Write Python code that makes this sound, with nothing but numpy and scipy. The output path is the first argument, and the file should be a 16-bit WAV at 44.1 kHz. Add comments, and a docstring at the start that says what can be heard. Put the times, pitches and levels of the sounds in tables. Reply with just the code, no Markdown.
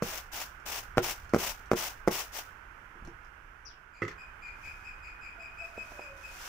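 """In a room with birds outside, rice is winnowed on a woven bamboo tray.
The mat snaps: a push and pull of air, with rings and crackle. The grain lands as countless tiny hits.
A clay pot of water is set on the floor, made of dying modes and grit; then grain slides down the tilted tray.
Outside, gliding tones make one falling chirp, a long series of calls and some far hoots.
A distant rush and a low rumble are coloured noise."""
import sys
import numpy as np
from scipy import signal
from scipy.fft import rfft, irfft
from scipy.io import wavfile
from scipy.ndimage import uniform_filter1d

SR = 44100
rng = np.random.default_rng(int(sys.argv[2]) if len(sys.argv) > 2 else 0)


def transcribe(u):
    """Save the signal u as a 16-bit wav file named by the first command-line argument.

    u: samples, shape (n,) or (channels, n), limited to [-1, 1]; the rate is SR.
    q: integer samples, one column per channel.
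    """
    v = np.clip(np.atleast_2d(u).T, -1, 1)
    q = np.round(v * 32767).astype(np.int16)
    wavfile.write(sys.argv[1], SR, q)


N = 285768  # length in samples
HZ = np.fft.rfftfreq(N, 1 / SR)
TIME = np.arange(N) / SR  # seconds
RING = np.arange(SR // 2) / SR  # time within one short sound, seconds

# Snaps of the mat. Each row: time of the push in seconds, relative peak in dB, width of the push in ms.
MAT_SNAPS = [(0.0233, -14, 0.31), (0.0281, -27.5, 1.5), (0.973, -10.5, 0.29), (0.9812, -4.5, 0.1),
             (0.9893, -20.5, 0.34), (1.3370, -11.5, 0.34), (1.3457, -8, 0.29), (1.352, -31, 0.26),
             (1.363, -12.5, 0.43), (1.7158, -7.5, 0.17), (1.7336, -12.5, 0.34), (2.0764, -9.5, 0.23),
             (2.0821, -8.5, 0.28)]
# Ringing modes of the tray. Each row: average pitch in Hz, relative level in dB, time to fall 60 dB in seconds.
TRAY_MODES = [(121, -36.5, 0.24), (188.2, -19.5, 0.054), (236, -29.5, 0.059), (313, -26, 0.039),
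              (353.3, -22, 0.18), (377.3, -26, 0.19), (438, -32.5, 0.14), (460, -30.5, 0.18),
              (648, -45.5, 0.087), (694, -46, 0.066), (785, -23.5, 0.046)]
# Stereo balance of the grain. Each row: frequency in Hz, left over right in dB.
GRAIN_BALANCE = [(100, -4), (1300, 1), (1900, -5.5), (2800, 1.5), (4100, 0), (5700, 13), (8300, 7),
                 (11500, 5.5), (13500, 8.5), (15200, 57)]


def rice():
    """Tossed grain falls back in swishes; later it slides down the tray with a duller sound."""
    # Tossed grain landing. Each row: start in seconds, length of the fall in seconds,
    # rise in seconds, relative level in dB.
    tosses = [(0.016, 0.17, .02, -46), (0.316, 0.12, 0.027, -45), (0.654, 0.14, .011, -44),
              (1.017, 0.099, .016, -40), (1.377, .13, 0.015, -41), (1.753, 0.12, 0.022, -40.5),
              (2.103, 0.11, 0.018, -40.5), (2.318, 0.074, 0.046, -43.5)]
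    # The heap slips as the tray is tilted. Each row: time of the peak in seconds, relative level in dB,
    # rise in seconds, fade in seconds.
    slip_rows = [(4.66, -69, 0.062, .17), (5.42, -85, 0.029, 0.035), (5.66, -73.5, 0.063, .07),
                 (5.92, -66.5, 0.14, 0.19)]
    stir_db, stir_fade_s = -42.5, 0.014  # each snap stirs the grain on the mat; dB relative to the snap
    pour_s, pour_db, pour_db_per_s = 6.165, -72.5, 61.5  # start, relative level at the start, growth

    falls = sum(landing(*toss) for toss in tosses)
    stirs = sum(amp(db + stir_db) * swell(s, rise_s=0.0027, fade_s=stir_fade_s) for s, db, _ in MAT_SNAPS)
    slips = sum(amp(db) * swell(s, rise_s, fade_s) for s, db, rise_s, fade_s in slip_rows)
    # at last the heap gives way and the flow keeps growing
    pour = amp(pour_db + pour_db_per_s * (TIME - pour_s)) * (TIME > pour_s)
    tossed = grain(np.hypot(falls, stirs), per_s=11000, size_db=0.0, clump_db=1.5)
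    sliding = grain(np.hypot(slips, pour), per_s=14000, size_db=0.5, clump_db=0.4)
    return amp(6.5) * tossed + amp(11.0) * soften(sliding, top_hz=12900)


def landing(s, length, rise_s, db):
    """Flow of one toss: it builds up and holds; then the heap stops, loose grains roll and strays trickle."""
    stop_s, roll_s, stray_s = .014, 0.049, 0.095  # time constants
    roll_db, stray_db = -7, -29.5  # relative to the heap
    after = np.maximum(TIME - s - length, 0)
    heap = np.exp(-after / stop_s)
    rolling = amp(roll_db) * np.exp(-after / roll_s)
    strays = amp(stray_db) * np.exp(-after / stray_s)
    settle = heap + rolling + strays
    return amp(db) * np.clip((TIME - s) / rise_s, 0, 1) * settle / settle[0]


def grain(flow, per_s, size_db, clump_db):
    """Tiny impacts on the weave, landing in clumps; a thin flow breaks up into single grains."""
    # Colour of grain on bamboo. 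Each row: frequency in Hz, relative level in dB per Hz.
    grain_colour = [(60, -18), (150, -15.5), (450, -5), (800, 2), (1400, -1.5), (1900, -1.5), (2800, 0.5),
                    (4100, -6.5), (5700, -1), (8300, -9.5), (12200, -10.5), (14000, -6), (15200, -5.5)]
    # How alike left and right are. Each row: frequency in Hz, likeness from 0 to 1.
    grain_likeness = [(200, 0.92), (800, 0.93), (2000, 0.22), (4000, 0), (15000, 0)]
    wander = evened(uniform_filter1d(rng.standard_normal(N), size=350))
    clumps = amp(clump_db * wander)
    # per_s is the number of impacts per second on each side at the strongest flow
    chance = np.clip(per_s / SR * (flow / flow.max()) ** 0.57, 1e-3, 1)
    sizes = amp(size_db * np.minimum(rng.exponential(1, (2, N)), 4))
    sizes = sizes * rng.choice([-1., 1.], (2, N))
    struck = rng.random((2, N)) < chance
    # fewer hits are each made stronger, so the power follows the flow
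    hits = evened(sizes) * struck / np.sqrt(chance) * flow * clumps
    left, other = colour(hits[0], grain_colour), colour(hits[1], grain_colour)
    return spread(left, other, grain_likeness, GRAIN_BALANCE)


def mat_pops(pull_ms=0.84, pull_length_ms=0.27, pull_share=0.93, ring_db=1.0):
    """Each snap pushes the air, then pulls it back; the strips crackle and the tray rings on."""
    # Stiff strips of the mat. Each row: average pitch in Hz, relative level in dB,
    # time to fall 60 dB in seconds.
    strip_modes = [(1450, -21, 0.018), (2050, -18.5, 0.013)]
    # Colour of the crackle. Each row: frequency in Hz, relative level in dB.
    splinter_colour = [(300, 5), (1300, 3.5), (1700, -1), (2200, -5), (3000, -20.5), (4000, -18.5),
                       (5700, -10), (9000, -25), (12000, -30.5), (15000, -34)]
    crackle_db = -19.5  # relative to the snap, before colouring
    thumps, crackle = np.zeros((2, N))
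    lead = .004  # seconds kept ahead of the push's peak
    ms = (RING - lead) * 1000
    for s, db, push_ms in MAT_SNAPS:
        push = np.exp(-(ms / push_ms) ** 2)
        # a slow push is followed by a later, longer pull
        length_ms = pull_length_ms + push_ms / 2
        pull_size = pull_share * np.sqrt(push_ms / length_ms)
        pull = pull_size * np.exp(-((ms - pull_ms - push_ms) / length_ms) ** 2)
        add(thumps, s - lead, amp(db) * (push - pull))
        add(thumps, s, amp(db + ring_db) * ring(TRAY_MODES, detune=0.025, rise_s=0.0012))
        add(thumps, s, amp(db) * ring(strip_modes, detune=0.029, rise_s=0.00024))
        add(crackle, s - .0004, amp(db + crackle_db) * burst(t60=0.021))
    splinters = room(amp(5.5) * colour(crackle, splinter_colour), wet_db=-8.5, left_db=-0.5)
    # the splinters get the same left-right balance as the grain
    splinters = irfft(rfft(splinters) * sides(read(GRAIN_BALANCE, HZ)), N)
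    return from_left(room(thumps, wet_db=-13.5, left_db=-2.0), lag_ms=0.11) + splinters


def tray_ticks():
    """Stray grains click on the weave as noise bursts; the tray's modes ring softly as it flexes."""
    # Stray grains hitting the weave. Each row: start in seconds, relative level in dB.
    tick_rows = [(0.599, -42), (0.912, -53), (1.247, -42), (1.294, -34), (1.612, -46), (1.659, -39),
                 (3.05, -35.5), (3.074, -39), (3.248, -46.5)]
    # The tray flexes as it is moved aside. Each row: start in seconds, relative level in dB.
    flex_rows = [(2.952, -32), (3.05, -38), (3.072, -24.5)]
    clicks, body = np.zeros((2, N))
    for s, db in tick_rows:
        add(clicks, s, amp(db) * burst(t60=0.015))
    for s, db in flex_rows:
        add(body, s, amp(db) * ring(TRAY_MODES, detune=.03, rise_s=0.0042))
    # frequency in Hz, relative level in dB
    sharp = colour(clicks, [(500, 14.5), (2500, 5.0), (4000, 1.5), (5600, 10.0), (9000, -6), (15000, -12.0)])
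    low = room(body, wet_db=-6, left_db=-2)
    return room(amp(-9.5) * sharp, wet_db=-0.5, left_db=13) + low


def hand_taps():
    """Soft, dead bumps of the hands on the tray: short noise bursts with the treble taken off."""
    # Bumps. Each row: start in seconds, relative level in dB, low-pass corner in Hz.
    bump_rows = [(0.653, -31, 130), (3.022, -36, 200), (3.076, -30.5, 328), (4.672, -39, 200),
                 (5.778, -36.5, 2500), (5.919, -38, 600), (5.993, -32, 2500)]
    # Colour of a bump. Each row: frequency in Hz, relative level in dB.
    bump_colour = [(60, -3), (130, -3.5), (280, 3.5), (600, 4.5), (950, 4.5), (1300, -18), (4000, -20),
                   (15000, -34)]
    bumps = np.zeros(N)
    for s, db, top_hz in bump_rows:
        add(bumps, s, amp(db) * soften(burst(t60=0.029), top_hz))
    return room(amp(-1) * colour(bumps, bump_colour), wet_db=-10.0, left_db=-3.5)


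def pot():
    """The pot meets the floor and rocks: it thuds, its wall rings and its foot grinds on grit."""
    # Contacts with the floor. Each row: start in seconds, then relative levels in dB
    # of the thud, the wall's ring and the grit.
    knock_rows = [(4.0192, -28.5, -24.5, -46), (4.0263, -40, -26.5, -52), (4.034, -28.5, -45, -48),
                  (4.05, -50, -33.5, -47), (4.08, -41.5, -33, -39), (4.113, -64, -46, -49)]
    # The pot as a whole. Each row: average pitch in Hz, relative level in dB, time to fall 60 dB in seconds.
    thud_modes = [(110, -10, .16), (164, -5.5, 0.09), (228, -20.5, 0.11), (288, -8, 0.083),
                  (352, -3.5, 0.13), (424, -4, 0.12), (500, -9, 0.076)]
    # The pot's wall. Each row: average pitch in Hz, relative level in dB, time to fall 60 dB in seconds.
    wall_modes = [(1284, 1, 0.018), (1510, -21, 0.052), (1765, -19.5, 0.11), (1897, -6.5, 0.046),
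                  (2050, -0.5, 0.036), (2160, -28, 0.04), (2530, -21, 0.06), (2686, -21.5, 0.064),
                  (3310, -29, .08)]
    # Colour of the grit. Each row: frequency in Hz, relative level in dB.
    grit_colour = [(200, -21), (1200, -1.5), (1900, 6), (3500, -10.5), (6500, -9), (10000, -35),
                   (15000, -25)]
    thud, wall, grit = np.zeros((3, N))
    for s, thud_db, wall_db, grit_db in knock_rows:
        add(thud, s, amp(thud_db) * ring(thud_modes, detune=0.0037, rise_s=0.00085))
        add(wall, s, amp(wall_db) * ring(wall_modes, detune=0.011, rise_s=0.0011))
        add(grit, s, amp(grit_db) * burst(t60=0.064))
    low = amp(0.5) * room(thud, wet_db=-8, left_db=-3)
    ringing = room(amp(1.5) * wall, wet_db=-10.5, left_db=-7.5)
    grinding = room(amp(0.5) * colour(grit, grit_colour), wet_db=-5.0, left_db=12)
    return low + ringing + grinding


def outside():
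    """Birds and hoots from a distance: gliding tones heard mostly as reflections."""
    # The calling bird. Each row: start in seconds, length in seconds,
    # pitch in Hz before the call's arch and rasp lower it, relative level in dB.
    call_rows = [(3.927, 0.079, 2520, -56.5), (4.173, 0.059, 2585, -48), (4.411, 0.089, 2527, -44.5),
                 (4.624, 0.082, 2574, -43), (4.828, 0.089, 2596, -46), (5.018, 0.081, 2578, -45.5),
                 (5.203, 0.088, 2578, -44), (5.384, 0.089, 2580, -44.5), (5.565, 0.101, 2610, -42),
                 (5.761, 0.074, 2592, -42.5), (5.977, 0.075, 2568, -44), (6.228, 0.05, 2609, -44)]
    # Relative level in dB of each harmonic of a full-voiced call, lowest first.
    full_harmonics = [4, -16.5, -20.5, -37, -34]
    # Far hoots. Each row: start in seconds, length in seconds,
    # pitch in Hz before arch and rasp lower it, relative level in dB.
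    hoot_rows = [(5.369, 0.075, 694, -57.5), (5.603, 0.055, 695, -51.5), (5.707, 0.065, 626, -61),
                 (5.889, 0.145, 617.5, -58), (6.051, 0.102, 566.5, -58)]
    full_hz, full_db = 2605, -41  # a call of full voice
    least_rasp, rasp_per_hz = .02, .00025  # lower calls are raspier
    overtone_rise = 0.63  # dB added to the overtones per dB that a call is weaker
    whistle, series, hoots = np.zeros((3, N))
    add(whistle, 3.651, amp(-43.0) * chirp())
    for s, length, hz, db in call_rows:
        first, *overtones = full_harmonics
        harmonics = [first] + [part + overtone_rise * (full_db - db) for part in overtones]
        rasp = least_rasp + rasp_per_hz * max(full_hz - hz, 0)
        add(series, s, amp(db) * call(length, hz, harmonics, arch=0.03194, rough=rasp))
    for s, length, hz, db in hoot_rows:
        add(hoots, s, amp(db) * call(length, hz, [0, -12], arch=0.016, rough=0.0398))
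    far_whistle = room(whistle, wet_db=8, left_db=12, stretch=0.78)
    far_series = room(amp(-3.0) * series, wet_db=1.5, left_db=6.5, stretch=1.32)
    return far_whistle + far_series + room(hoots, wet_db=0.5, left_db=-0.5, stretch=3.5)


def chirp(loud_s=0.0081, width_s=.009, trail_db=-22, trail_s=0.24, rough=0.013):
    """A whistle that plunges in pitch: loud near the top, then a faint trail."""
    from_hz, to_hz, fall_s = 6220, 2420, .037  # first pitch, pitch approached, time constant
    t = RING[:SR // 8]
    hz = to_hz + (from_hz - to_hz) * np.exp(-t / fall_s)
    hz = hz * (1 + rough * evened(uniform_filter1d(rng.standard_normal(len(t)), size=60)))
    loudness = np.exp(-((t - loud_s) / width_s) ** 2) + amp(trail_db) * np.exp(-t / trail_s)
    tone = np.sin(2 * np.pi * np.cumsum(hz) / SR)
    return loudness * signal.windows.tukey(len(t), .03) * tone


def call(length, hz, harmonics_db, arch, rough):
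    """A call whose pitch arches up and back, while the voice keeps slipping down in a quick rasp."""
    u = np.linspace(-1, 1, int(length * SR))
    shake = evened(uniform_filter1d(rng.standard_normal(SR), size=130))[:len(u)]
    # about half of the time there is no slip, which leaves a clear line above the rasp
    slip = 2 * np.maximum(shake, 0)
    pitch = hz * (1 - arch * (1 + u ** 2) / 2 - rough * slip)
    turns = np.cumsum(pitch) / SR
    voice = sum(amp(db) * np.sin(2 * np.pi * k * turns) for k, db in enumerate(harmonics_db, 1))
    return evened(voice * signal.windows.tukey(len(u), .5))


def air():
    """A distant rush over a low rumble, both coloured noise; they sink slowly and come back quickly."""
    # Colour of the rush. Each row: frequency in Hz, relative level in dB per Hz.
    rush_colour = [(30, -23.5), (200, -12.5), (360, -9.5), (560, -11), (950, -5), (1150, -4), (1480, 2),
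                   (1850, -6.5), (2300, -9.5), (2900, -15), (3900, -31), (5700, -28), (9000, -36),
                   (15000, -35.5)]
    # Stereo balance of the rush. Each row: frequency in Hz, left over right in dB.
    rush_balance = [(100, 11), (380, -6), (600, -2), (950, -17), (1400, -20.5), (1900, -16), (2800, -12),
                    (4000, -1), (5700, 5.5), (9000, -0.5), (15000, 1)]
    # How alike left and right are. Each row: frequency in Hz, likeness from 0 to 1.
    rush_likeness = [(100, 0.44), (300, 0.72), (640, 0.054), (15000, 0)]
    # Colour of the rumble. Each row: frequency in Hz, relative level in dB per Hz.
    rumble_colour = [(8, -12), (22, -0.5), (45, -3), (70, -5.5), (110, -14), (180, -22), (400, -57),
                     (2000, -86)]
    # The rumble swells when the tray is swung. Each row: time of the peak in seconds, level in dB,
    # rise in seconds, fade in seconds.
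    swing_rows = [(1.3, -52.5, .9, .8), (3.055, -42.5, 0.031, 0.066), (4.7, -53, 0.21, 0.29)]
    rush_db, rumble_db = -52.5, -56  # levels away from the dip and the swings
    a, b, c = rng.standard_normal((3, N))
    left, other = colour(a, rush_colour), colour(b, rush_colour)
    rush = amp(rush_db) * spread(left, other, rush_likeness, rush_balance)
    swings = sum(amp(db) * swell(s, rise_s, fade_s) for s, db, rise_s, fade_s in swing_rows)
    rumble = np.hypot(amp(rumble_db), swings) * colour(c, rumble_colour) * sides(-1.9)
    dip = amp(-5.5 * swell(3.99, rise_s=0.6, fade_s=0.042))  # lowest at 3.99 s, by 5.5 dB
    return dip * (rush + rumble)


def burst(t60):
    """A quickly dying rattle of noise; t60 is the time to fall 60 dB, in seconds."""
    return rng.standard_normal(len(RING)) * amp(-60 * RING / t60)


def ring(modes, detune, rise_s):
    """Dying modes that build up during the contact; each blow shifts their pitches a little."""
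    shake = np.zeros(len(RING))
    for hz, db, t60 in modes:
        shifted_hz = hz * (1 + detune * rng.standard_normal())
        tone = np.sin(2 * np.pi * (shifted_hz * RING + rng.random()))
        shake += amp(db - 60 * RING / t60) * tone
    return shake * (1 - np.exp(-RING / rise_s))


def swell(s, rise_s, fade_s):
    """Grows exponentially to 1 at time s, then dies away."""
    return np.exp(-np.maximum((s - TIME) / rise_s, (TIME - s) / fade_s))


def soften(x, top_hz):
    """Gentle low-pass: a softer contact."""
    return signal.sosfilt(signal.butter(2, min(top_hz, SR / 2.2), fs=SR, output="sos"), x)


def colour(x, spectrum):
    """Causal filter of unit power gain with the given spectrum."""
    gain = evened(amp(read(spectrum, abs(np.fft.fftfreq(4096, 1 / SR)))))
    # minimum phase: the response starts at once
    taps = np.fft.ifft(np.exp(np.conj(signal.hilbert(np.log(gain))))).real
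    return signal.oaconvolve(x, taps[:len(taps) // 2])[:N]


def room(x, wet_db, left_db, stretch=0.54):
    """Direct sound plus dense reflections that die band by band; their bass is alike on both sides."""
    # Decay of the reflections. Each row: frequency in Hz, time to fall 60 dB in seconds before stretching.
    decay_times = [(100, 0.48), (500, 0.3), (2000, 0.4), (6000, 0.27), (15000, 0.19)]
    signs = rng.choice([-1., 1.], (2, SR))
    # sparse random echoes from 4 ms on
    taps = signs * (rng.random((2, SR)) < .08) * (np.arange(SR) > .004 * SR)
    hz, t, z = signal.stft(taps, SR, nperseg=256)
    same = np.exp(-hz / 1800)[:, None]
    z[1] = same * z[0] + np.sqrt(1 - same ** 2) * z[1]
    t60 = stretch * read(decay_times, hz)[:, None]
    tail = signal.istft(z * amp(-60 * t / t60), SR, nperseg=256)[1]
    wet = signal.fftconvolve(x[None], tail / np.linalg.norm(tail[0]), axes=1)[:, :N]
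    return (x + amp(wet_db) * wet) * sides(left_db) / np.sqrt(1 + amp(2 * wet_db))


def spread(a, b, likeness, balance):
    """Two unrelated sounds become a partly alike left and right."""
    same = np.clip(read(likeness, HZ), -1, 1)
    a, b = rfft(a), rfft(b)
    right = same * a + np.sqrt(1 - same ** 2) * b
    return irfft(np.array([a, right]) * sides(read(balance, HZ)), N)


def from_left(x, lag_ms):
    """The sound reaches the right side a little later."""
    return np.array([x[0], np.interp(TIME - lag_ms / 1000, TIME, x[1])])


def sides(left_db):
    """Left and right gains whose mean is 1."""
    gains = amp(np.array([[.5], [-.5]]) * left_db)
    return gains / gains.mean(0)


def add(mix, s, sound):
    """Mixes a sound in at time s, in seconds."""
    part = mix[max(round(s * SR), 0):][:len(sound)]
    part += sound[:len(part)]


def read(points, hz):
    """Reads a table on a log-frequency axis."""
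    f, value = np.transpose(points)
    return np.interp(np.log(hz + 1), np.log(f + 1), value)


def evened(x):
    """Scales to an rms (average strength) of 1."""
    return x / np.sqrt(np.mean(x ** 2) + 1e-20)


def amp(db):
    """Decibels to gain."""
    return 10 ** (np.asarray(db) / 20)


def scene():
    """Grain, tray, pot and surroundings together."""
    return rice() + mat_pops() + tray_ticks() + hand_taps() + pot() + outside() + air()


def record(dry):
    """A steep low-pass limits the treble."""
    edge_hz = 15620
    low_pass = signal.firwin(511, edge_hz, window=("kaiser", 9), fs=SR)
    return signal.oaconvolve(dry, low_pass[None], "same")


dry = scene()
out = record(dry)
transcribe(out)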